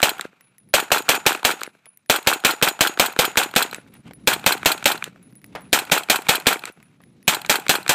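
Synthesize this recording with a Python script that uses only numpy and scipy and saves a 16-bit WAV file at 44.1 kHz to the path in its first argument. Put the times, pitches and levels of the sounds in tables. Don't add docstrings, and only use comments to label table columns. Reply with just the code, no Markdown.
import sys
import numpy as np
from scipy import signal
from scipy.io import wavfile
from scipy.ndimage import uniform_filter1d

SR = 44100
rng = np.random.default_rng(int(sys.argv[2]) if len(sys.argv) > 2 else 0)


def master(y):
    cut = np.clip(np.atleast_2d(y).T, -1, 1)
    pcm = np.round(cut * 32767)
    wavfile.write(sys.argv[1], SR, pcm.astype(np.int16))


def nominal_scale(level):
    x = np.asarray(level, float) / 20
    return 10 ** x


N = 350154
TIME = np.arange(N) / SR
BLAST_DB = -7.5
EARLIER_SHOT_S = -.1635

# (time [s], share of the way behind [0 to about 1])
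WALK = [(0, 0), (3, .15), (3.6, .3), (4.3, .55), (5.7, .85), (6.5, 1), (8, 1.03)]
# (share of the way behind, relative bolt level [dB], relative settling level [dB], mean thump level [dB])
PORT = [(0, -19.5, -39, -28.5), (.2, -18.5, -42.5, -23), (.65, -17, -37.5, -22), (1.03, -20.5, -36, -29)]


def taps(s, db):
    at = np.round(np.asarray(s) * SR).astype(int)
    return np.bincount(at, nominal_scale(db), N + SR)[:N]


def fade(x, t60):
    return signal.lfilter([1], [1, -.001 ** (1 / (t60 * SR))], x)


def band(x, hz, width):
    return signal.lfilter(*signal.iirpeak(hz, hz / width, SR), x)


def above(x, hz):
    return signal.sosfilt(signal.butter(2, hz, "high", fs=SR, output="sos"), x)


def ring(blows, modes):
    out = 0
    for hz, db, t60 in modes:
        width = np.log(1000) / np.pi / t60
        out = out + nominal_scale(db) * np.sqrt(t60 * SR) * band(blows, hz, width)
    return out


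def hiss(tone):
    x = 0
    for hz, width, db in tone:
        noise = band(band(rng.standard_normal(N), hz, width), hz, width)
        x = x + nominal_scale(db) * np.sqrt(SR / width) * noise
    return x / np.std(x)


def wander(rate):
    k = int(SR / rate)
    return uniform_filter1d(np.repeat(rng.standard_normal(N // k + 1), k), k)[:N]


def flicker(rate, depth_db):
    return nominal_scale(depth_db * wander(rate))


def share_behind(s):
    return np.interp(s, *np.transpose(WALK))


def add(out, s, burst):
    at = int(s * SR) - len(burst) // 2 + np.arange(len(burst))
    inside = (at >= 0) & (at < N)
    out[at[inside]] += burst[inside]


def scatter(s, db):
    # (delay after the shot [ms], relative level [dB])
    wash_decay = [(0, -27), (60, -22.5), (100, -36), (150, -44.5), (185, -42), (215, -40), (240, -50.5),
                  (270, -72), (400, -67), (600, -83)]
    # (frequency [Hz], width [Hz], relative level [dB])
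    wash_tone = [(395, 450, -7), (880, 1000, -5), (1403, 410, 0.5), (2570, 500, -4.5), (2010, 2000, -1),
                 (3830, 990, -10.5), (7840, 5500, -9), (13000, 4000, -20)]
    ms, level_db = np.transpose(wash_decay)
    shape = nominal_scale(np.interp(np.arange(int(.6 * SR)) * 1000 / SR, ms, level_db))
    wash = signal.fftconvolve(taps(s, db), shape)[:N].clip(0)
    earlier_db = np.interp(1000 * (TIME - EARLIER_SHOT_S), ms, level_db, right=-200)
    wash = wash + nominal_scale(BLAST_DB + earlier_db)
    return wash * flicker(150, 4.3) * hiss(wash_tone) * nominal_scale(5.5)


def air(s, db):
    # (time [s], level [dB]);
    # it follows the wind, but its spike near 1.87 s is a short knock on the ground
    rumble_levels = [
        [(0.3, -57.5), (0.344, -70), (0.35, -66), (0.596, -67), (0.614, -61), (0.69, -54.5)],
        [(1.72, -62), (1.81, -70), (1.842, -73.5), (1.868, -61.5), (1.892, -74), (2.05, -68)],
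        [(3.8, -49), (4.006, -47.5), (4.026, -68), (4.06, -41), (4.154, -47), (4.22, -42)],
        [(5.1, -49), (5.244, -51), (5.28, -47), (5.41, -52), (5.476, -45), (5.68, -47)],
        [(6.72, -57), (6.732, -76), (6.778, -55.5), (6.948, -57), (7.076, -51), (7.23, -50.5)],
    ]
    # (frequency [Hz], width [Hz], relative level [dB])
    wind_tone = [(133, 63, -0.5), (183, 150, 6), (263, 130, -8.5), (397, 190, -21)]
    grit_tone = [(680, 4400, 2), (2150, 470, -6.5), (3830, 290, -9.5)]
    # (frequency [Hz], width [Hz], relative level [dB])
    far_tone = [(600, 1200, -1), (1400, 550, -4), (2400, 700, 0), (3800, 1400, -10)]
    rumble_db = np.interp(TIME, *np.concatenate(rumble_levels).T)
    deep = nominal_scale(-67.5 + 1.4 * (rumble_db + 48.5))
    rumble = flicker(35, 2.0) * (nominal_scale(rumble_db) * hiss(wind_tone) + deep * hiss([(59.7, 41, 0)]))
    sand = nominal_scale(-69.5 + .5 * (rumble_db + 49))
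    far_t60_s = 1.73
    far_power = fade(taps(s, 2 * (db - 49.5)), far_t60_s / 2)
    far = np.sqrt(far_power.clip(0))
    coarse = sand * hiss(grit_tone) + far * flicker(8.1, 3.4) * hiss(far_tone)
    fine = np.hypot(nominal_scale(-15.5) * sand, nominal_scale(-13.5) * far)
    grains = nominal_scale(2.0) * coarse + nominal_scale(2.5) * fine * hiss([(7000, 4000, 1), (12500, 4000, -3.5)])
    return rumble + flicker(130, 3.5) * flicker(54, 1.5) * grains


def pop(spread_ms, db, tilt, bright_db):
    # (frequency [Hz], lateness [spreads], length [spreads], relative level [dB])
    pop_tones = [(380, 2.0, 1.2, -10), (790, 1.376, 0.73, -7.5), (1060, .6, 1.2, -11),
                 (1451, -0.036, 0.68, -2), (1900, -.2, 0.38, -13.5), (2362, 0, 1.05, -17),
                 (3260, -.2, 0.31, -15), (3930, -.2, 0.23, -21)]
    ms = np.arange(-400, 400) * 1000 / SR
    treble = band(rng.standard_normal(len(ms)), 6000, 9000)
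    out = nominal_scale(db - 24.5 + 2 * tilt) * np.exp(-.5 * (ms / spread_ms) ** 2) * treble
    for hz, late, longer, tone_db in pop_tones:
        size, pitch = rng.standard_normal(2)
        t = ms - late * spread_ms
        swell = np.exp(-.5 * (t / (longer * spread_ms)) ** 2)
        lift_db = bright_db * np.exp(-(np.log2(hz / 2400) / 0.34) ** 2)
        tilt_db = tilt * np.log2(hz / 1400)
        tone = np.cos(2 * np.pi * hz * (1 + .03 * pitch) * t / 1000 + .5 * size)
        out += nominal_scale(db + tone_db + lift_db + tilt_db + 2.0 * size) * swell * tone
    return out


def pops_and_echoes(s, db):
    # (delay from the side [ms], delay from behind [ms])
    burst_ms = [(.1, .1), (1.4, 1.4), (5.2, 5.6), (12, 18), (29, 32), (43.6, 47), (56.3, 60.4),
                (86.5, 90.6), (166.9, 170.7), (302, 306)]
    # (spread [ms], treble tilt [dB per octave], relative level from the side [dB],
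    # relative level from behind [dB], full gain of the bright tone [dB])
    bursts = [(.3, 2.5, -0.5, -6, -1.5), (0.27, 3.5, -6, -7.5, -3), (1.2, 6, -5.5, -11.5, 5.5),
              (1.2, 4, -15.5, -9.5, 14.5), (1.1, 2, -10, -16.5, 3.5), (1.3, 1.5, -9, -10, -6),
              (0.95, 3.55, -7, -8, 5), (1.25, -7, -25, -26, 26.5), (0.95, 2.5, -14, -16.5, 15),
              (0.81, -4.5, -44, -43, -1)]
    # (time [s], share of its full gain)
    bright_share = [(0, 0), (3.4, 0.057), (3.8, 0.38), (4.6, 0.56), (5.0, 0.64), (5.9, .75), (6.5, 0.91),
                    (7.3, 0.68), (7.9, 0.7)]
    # (time [s], relative level [dB])
    late_echoes = [(0.252, -22.5), (1.676, -24.5), (3.783, -26.5), (5.067, -32), (5.076, -26), (6.698, -24)]
    out = np.zeros(N)
    for t, d, behind, bright in zip(s, db, share_behind(s), np.interp(s, *np.transpose(bright_share))):
        for (side_ms, rear_ms), (spread, tilt, side_db, rear_db, bright_db) in zip(burst_ms, bursts):
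            level_db = d + 8 + side_db + behind * (rear_db - side_db)
            delay_ms = side_ms + behind * (rear_ms - side_ms)
            add(out, t + delay_ms / 1000, pop(spread, level_db, tilt, bright * bright_db))
    for t, d in late_echoes:
        add(out, t + 0.00048, pop(0.72, d - 3, -5.2, 0))
    return out


def smacks():
    # (time [s], relative level [dB])
    strikes = [(0.018, -18.5), (0.2107, -19.5), (1.445, -26), (1.634, -18.5), (2.99, -24), (3.554, -24.5),
               (3.733, -28), (3.7457, -22.5), (4.65, -24), (4.8427, -22), (5.0411, -17), (5.9154, -14.5),
               (6.2863, -15), (6.6546, -20.5), (7.4625, -27), (7.6831, -21), (7.8794, -17)]
    # (frequency [Hz], width [Hz], relative level [dB])
    smack_tone = [(2050, 1400, 7), (3900, 730, 3.5), (7540, 2400, 5), (12000, 3900, -4.5)]
    blows = taps(*np.transpose(strikes))
    slap = sum(nominal_scale(db + 9.5) * band(band(blows, hz, w), hz, w) for hz, w, db in smack_tone)
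    spray = nominal_scale(5) * fade(blows, 0.0078) + nominal_scale(-23.5) * fade(blows, 0.12)
    return slap + spray * hiss(smack_tone)


def action(s, home_ms, settle_ms):
    # (frequency [Hz], relative level [dB], t60 [s])
    steel = [(860, -9, .014), (1590, -9, .014), (2550, -4, .008), (3250, -2.5, .006), (4050, -4, .01),
             (7640, -10, .015), (8500, -10, .012), (12700, -12, .01), (13900, -12, .012)]
    # (frequency [Hz], relative level [dB], t60 [s])
    can = [(6740, -18, .26), (6975, -13, .22), (7080, -23, 0.2)]
    way, bolt_level, settle_level, _ = np.transpose(PORT)
    bolt_db = np.interp(share_behind(s), way, bolt_level) + 2.25 * rng.standard_normal(len(s))
    settle_db = np.interp(share_behind(s), way, settle_level) + 2 * rng.standard_normal(len(s))
    db = np.full(len(s), BLAST_DB)
    hammer = fade(taps(s - .0055, db - 22.5), .012)
    firing = fade(taps(s, db - 8.0), 0.011)
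    home = fade(taps(s + home_ms / 1000, bolt_db), 0.041)
    settle = fade(taps(s + settle_ms / 1000, settle_db), 0.016)
    noise = rng.standard_normal(N) * flicker(700, 0.81)
    rattle = (hammer + firing + nominal_scale(8.5) * home + nominal_scale(12.5) * settle) * noise
    tube = nominal_scale(-4 - 12 * share_behind(TIME)) * ring(home * noise, can)
    return nominal_scale(-15.0) * ring(rattle, steel) + nominal_scale(-8) * band(rattle, 12000, 9000) + tube


def gas(s, db):
    # (frequency [Hz], width [Hz], relative level from the side [dB], t60 [s])
    gas_bands = [(179, 57, -23, 0.11), (262, 130, -14.5, 0.096), (552, 350, -5, 0.1), (817, 290, -14, 0.32),
                 (1690, 690, -10.5, 0.16), (2478, 700, -5, 0.14), (3180, 720, -8.5, 0.17),
                 (3980, 1300, -6.5, 0.12), (6200, 4500, -9, 0.13), (7820, 2600, -11.5, 0.2),
                 (10960, 2000, -27, 0.28), (13060, 4100, -10.5, .16)]
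    # (frequency [Hz], level change [dB])
    gas_behind = [(190, 5.5), (380, -6.5), (700, 1), (1400, 3.5), (2500, 0), (8000, 1.5), (14000, 1)]
    blows = uniform_filter1d(taps(s, db), size=50, origin=-5)
    full_flow = signal.windows.tukey(640, .3)[320:]
    rush = nominal_scale(-8.5) * signal.fftconvolve(blows, full_flow)[:N].clip(0)
    sputter = flicker(600, 2)
    behind = share_behind(TIME)
    at_hz, change_db = np.transpose(gas_behind)
    out = 0
    for hz, width, level_db, t60 in gas_bands:
        turn_db = behind * np.interp(np.log(hz), np.log(at_hz), change_db)
        out = out + nominal_scale(level_db + turn_db) * (fade(blows, t60) + rush) * hiss([(hz, width, 0)])
    return sputter * out


def thump(s):
    way, *_, level_db = np.transpose(PORT)
    db = np.interp(share_behind(s), way, level_db) + 2 * rng.standard_normal(len(s))
    t = TIME[:SR // 5]
    push_ms, swing_after_ms, swing_hz, swing_t60_s = 9.7, 7, 140, 0.024
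    late = (t - swing_after_ms / 1000).clip(0)
    push = np.sin(np.pi * (1000 * t / push_ms).clip(0, 1)) ** 2
    swing = nominal_scale(-5.5 - 60 * late / swing_t60_s) * np.sin(-2 * np.pi * swing_hz * late)
    return signal.fftconvolve(taps(s, db), push + swing)[:N]


def cases():
    # (time [s], relative low tick level [dB], relative high tick level [dB], ring level [dB])
    ticks = [(0.409, -33.5, -45, -52.5), (0.5825, -45, -39, -55.5), (0.689, -51.5, -55, -56.5),
             (1.6644, -24, -43.5, -54), (1.857, -32, -45, -46.5), (1.973, -44.5, -37.5, -68.5),
             (2.061, -43, -54, -60.5), (3.76, -38, -37, -58), (3.875, -62, -58, -65),
             (3.9394, -43, -38.5, -59), (4.1344, -32, -38.5, -52), (5.2277, -46, -49, -56),
             (5.308, -55, -59, -67), (5.3258, -45, -54, -72), (5.354, -45, -43.5, -52),
             (5.4165, -46, -49.5, -75), (5.443, -27.5, -39, -56), (5.4628, -61, -45, -64),
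             (5.5538, -16.5, -40, -58.5), (5.609, -44, -45, -63), (5.6186, -42, -46, -51.5),
             (6.7224, -43, -45, -60), (6.8277, -39, -46, -56), (7.0167, -48, -56, -65.5),
             (7.037, -34.5, -52, -63), (7.228, -38, -47, -54)]
    s, low_db, high_db, _ = np.transpose(ticks)
    out = fade(taps(s, low_db - 4.5), 0.01) * hiss([(2050, 690, -1.5), (4970, 2000, -13.0)])
    out = out + fade(taps(s, high_db), 0.011) * hiss([(8100, 4200, -4.5), (12700, 6000, 4)])
    t = TIME[:SR // 3]
    shift_hz = 45 * wander(22)
    waver = flicker(50, 5) * np.exp(2j * np.pi * np.cumsum(shift_hz) / SR)
    t60_s = .32
    for start, _, _, db in ticks:
        split, phase, pitch = rng.random(3)
        hz = 10380 + 60 * (2 * pitch - 1)
        beat_hz = 60 + 100 * split
        beating = 1 + 0.66 * np.exp(-2j * np.pi * (beat_hz * t + phase))
        pair = np.exp(2j * np.pi * hz * t) * beating
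        i = int(start * SR)
        out[i:i + len(t)] += nominal_scale(db - 60 * t / t60_s) * (pair * waver[i:i + len(t)]).imag
    return out


def knocks():
    # (time [s], level [dB], t60 [s])
    ground_blows = [(1.75, -51, .03), (1.865, -40.5, 0.019), (4.11, -27, 0.015), (4.117, -55, 0.024),
                    (4.224, -60, 0.028), (5.16, -51, .03), (5.551, -24, 0.04), (5.56, -28, 0.014),
                    (5.557, -31.5, 0.22), (5.662, -48, 0.021), (6.763, -56, .03), (6.774, -53, 0.044),
                    (6.802, -42, .03), (7.003, -46, .04)]
    body = hiss([(685, 900, 5.5), (1610, 1600, 1), (3500, 1200, -21.5), (8000, 4000, -27.5)])
    return body * sum(fade(taps([s], [db]), t60) for s, db, t60 in ground_blows)


def scuffs():
    # (start [s], length [s], level [dB])
    slides = [(3.915, 0.074, -55), (4.037, 0.089, -50), (4.168, 0.067, -64), (5.494, 0.097, -58),
              (5.599, 0.12, -60), (6.8, 0.24, -70), (6.998, .08, -65)]
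    swell = 0
    for start, length, db in slides:
        swell = swell + nominal_scale(db) * np.sin(np.pi * ((TIME - start) / length).clip(0, 1)) ** 2
    return swell * flicker(200, 5.1) * hiss([(1000, 1170, 0), (2500, 1500, 0.5), (8000, 6000, -13)])


def scene():
    # (time of the shot [s], bolt home after [ms], carrier settles after [ms])
    shots = [(0.0289, 63.6, 153), (0.7387, 61.6, 97), (0.9172, 63.9, 105), (1.0901, 61.1, 76),
             (1.2642, 62.9, 96), (1.4494, 61.8, 160), (2.098, 62, 130), (2.2718, 61.8, 130),
             (2.4483, 60.6, 115), (2.6252, 60.3, 100), (2.8079, 64.4, 130), (2.9969, 63.2, 128.5),
             (3.19, 60.9, 126), (3.372, 62, 140), (3.5618, 62.3, 150), (4.2735, 60.5, 122),
             (4.4626, 59.9, 115), (4.6582, 59.4, 120), (4.8563, 61.1, 121), (5.7291, 60.3, 122),
             (5.918, 61.6, 116), (6.0989, 60.2, 121), (6.2898, 63.7, 110), (6.4681, 60.9, 125),
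             (7.2784, 68, 138), (7.4958, 60.5, 102), (7.6937, 59.3, 135), (7.8929, 57.5, 170)]
    columns = np.transpose(shots)
    s = columns[0]
    db = np.full(len(s), BLAST_DB)
    pops = pops_and_echoes(np.append(s, EARLIER_SHOT_S), np.append(db, BLAST_DB))
    gun = gas(s, db) + thump(s) + above(action(*columns) + pops, 132) + scatter(s, db)
    ground = above(smacks(), 700) + cases() + knocks() + scuffs()
    return (gun + ground + above(air(s, db), 45))[None]


def low_pass(x):
    return signal.sosfilt(signal.butter(12, 16470, fs=SR, output="sos"), x)


def record(dry):
    capsule = signal.ellip(10, .2, 70, 15400, fs=SR, output="sos")
    converter = signal.ellip(10, .2, 70, 16400, fs=SR, output="sos")
    overloaded = 0.66 * np.tanh(signal.sosfilt(capsule, dry) / 0.8)
    return low_pass(signal.sosfiltfilt(converter, overloaded))


dry = scene()
out = record(dry)
master(out)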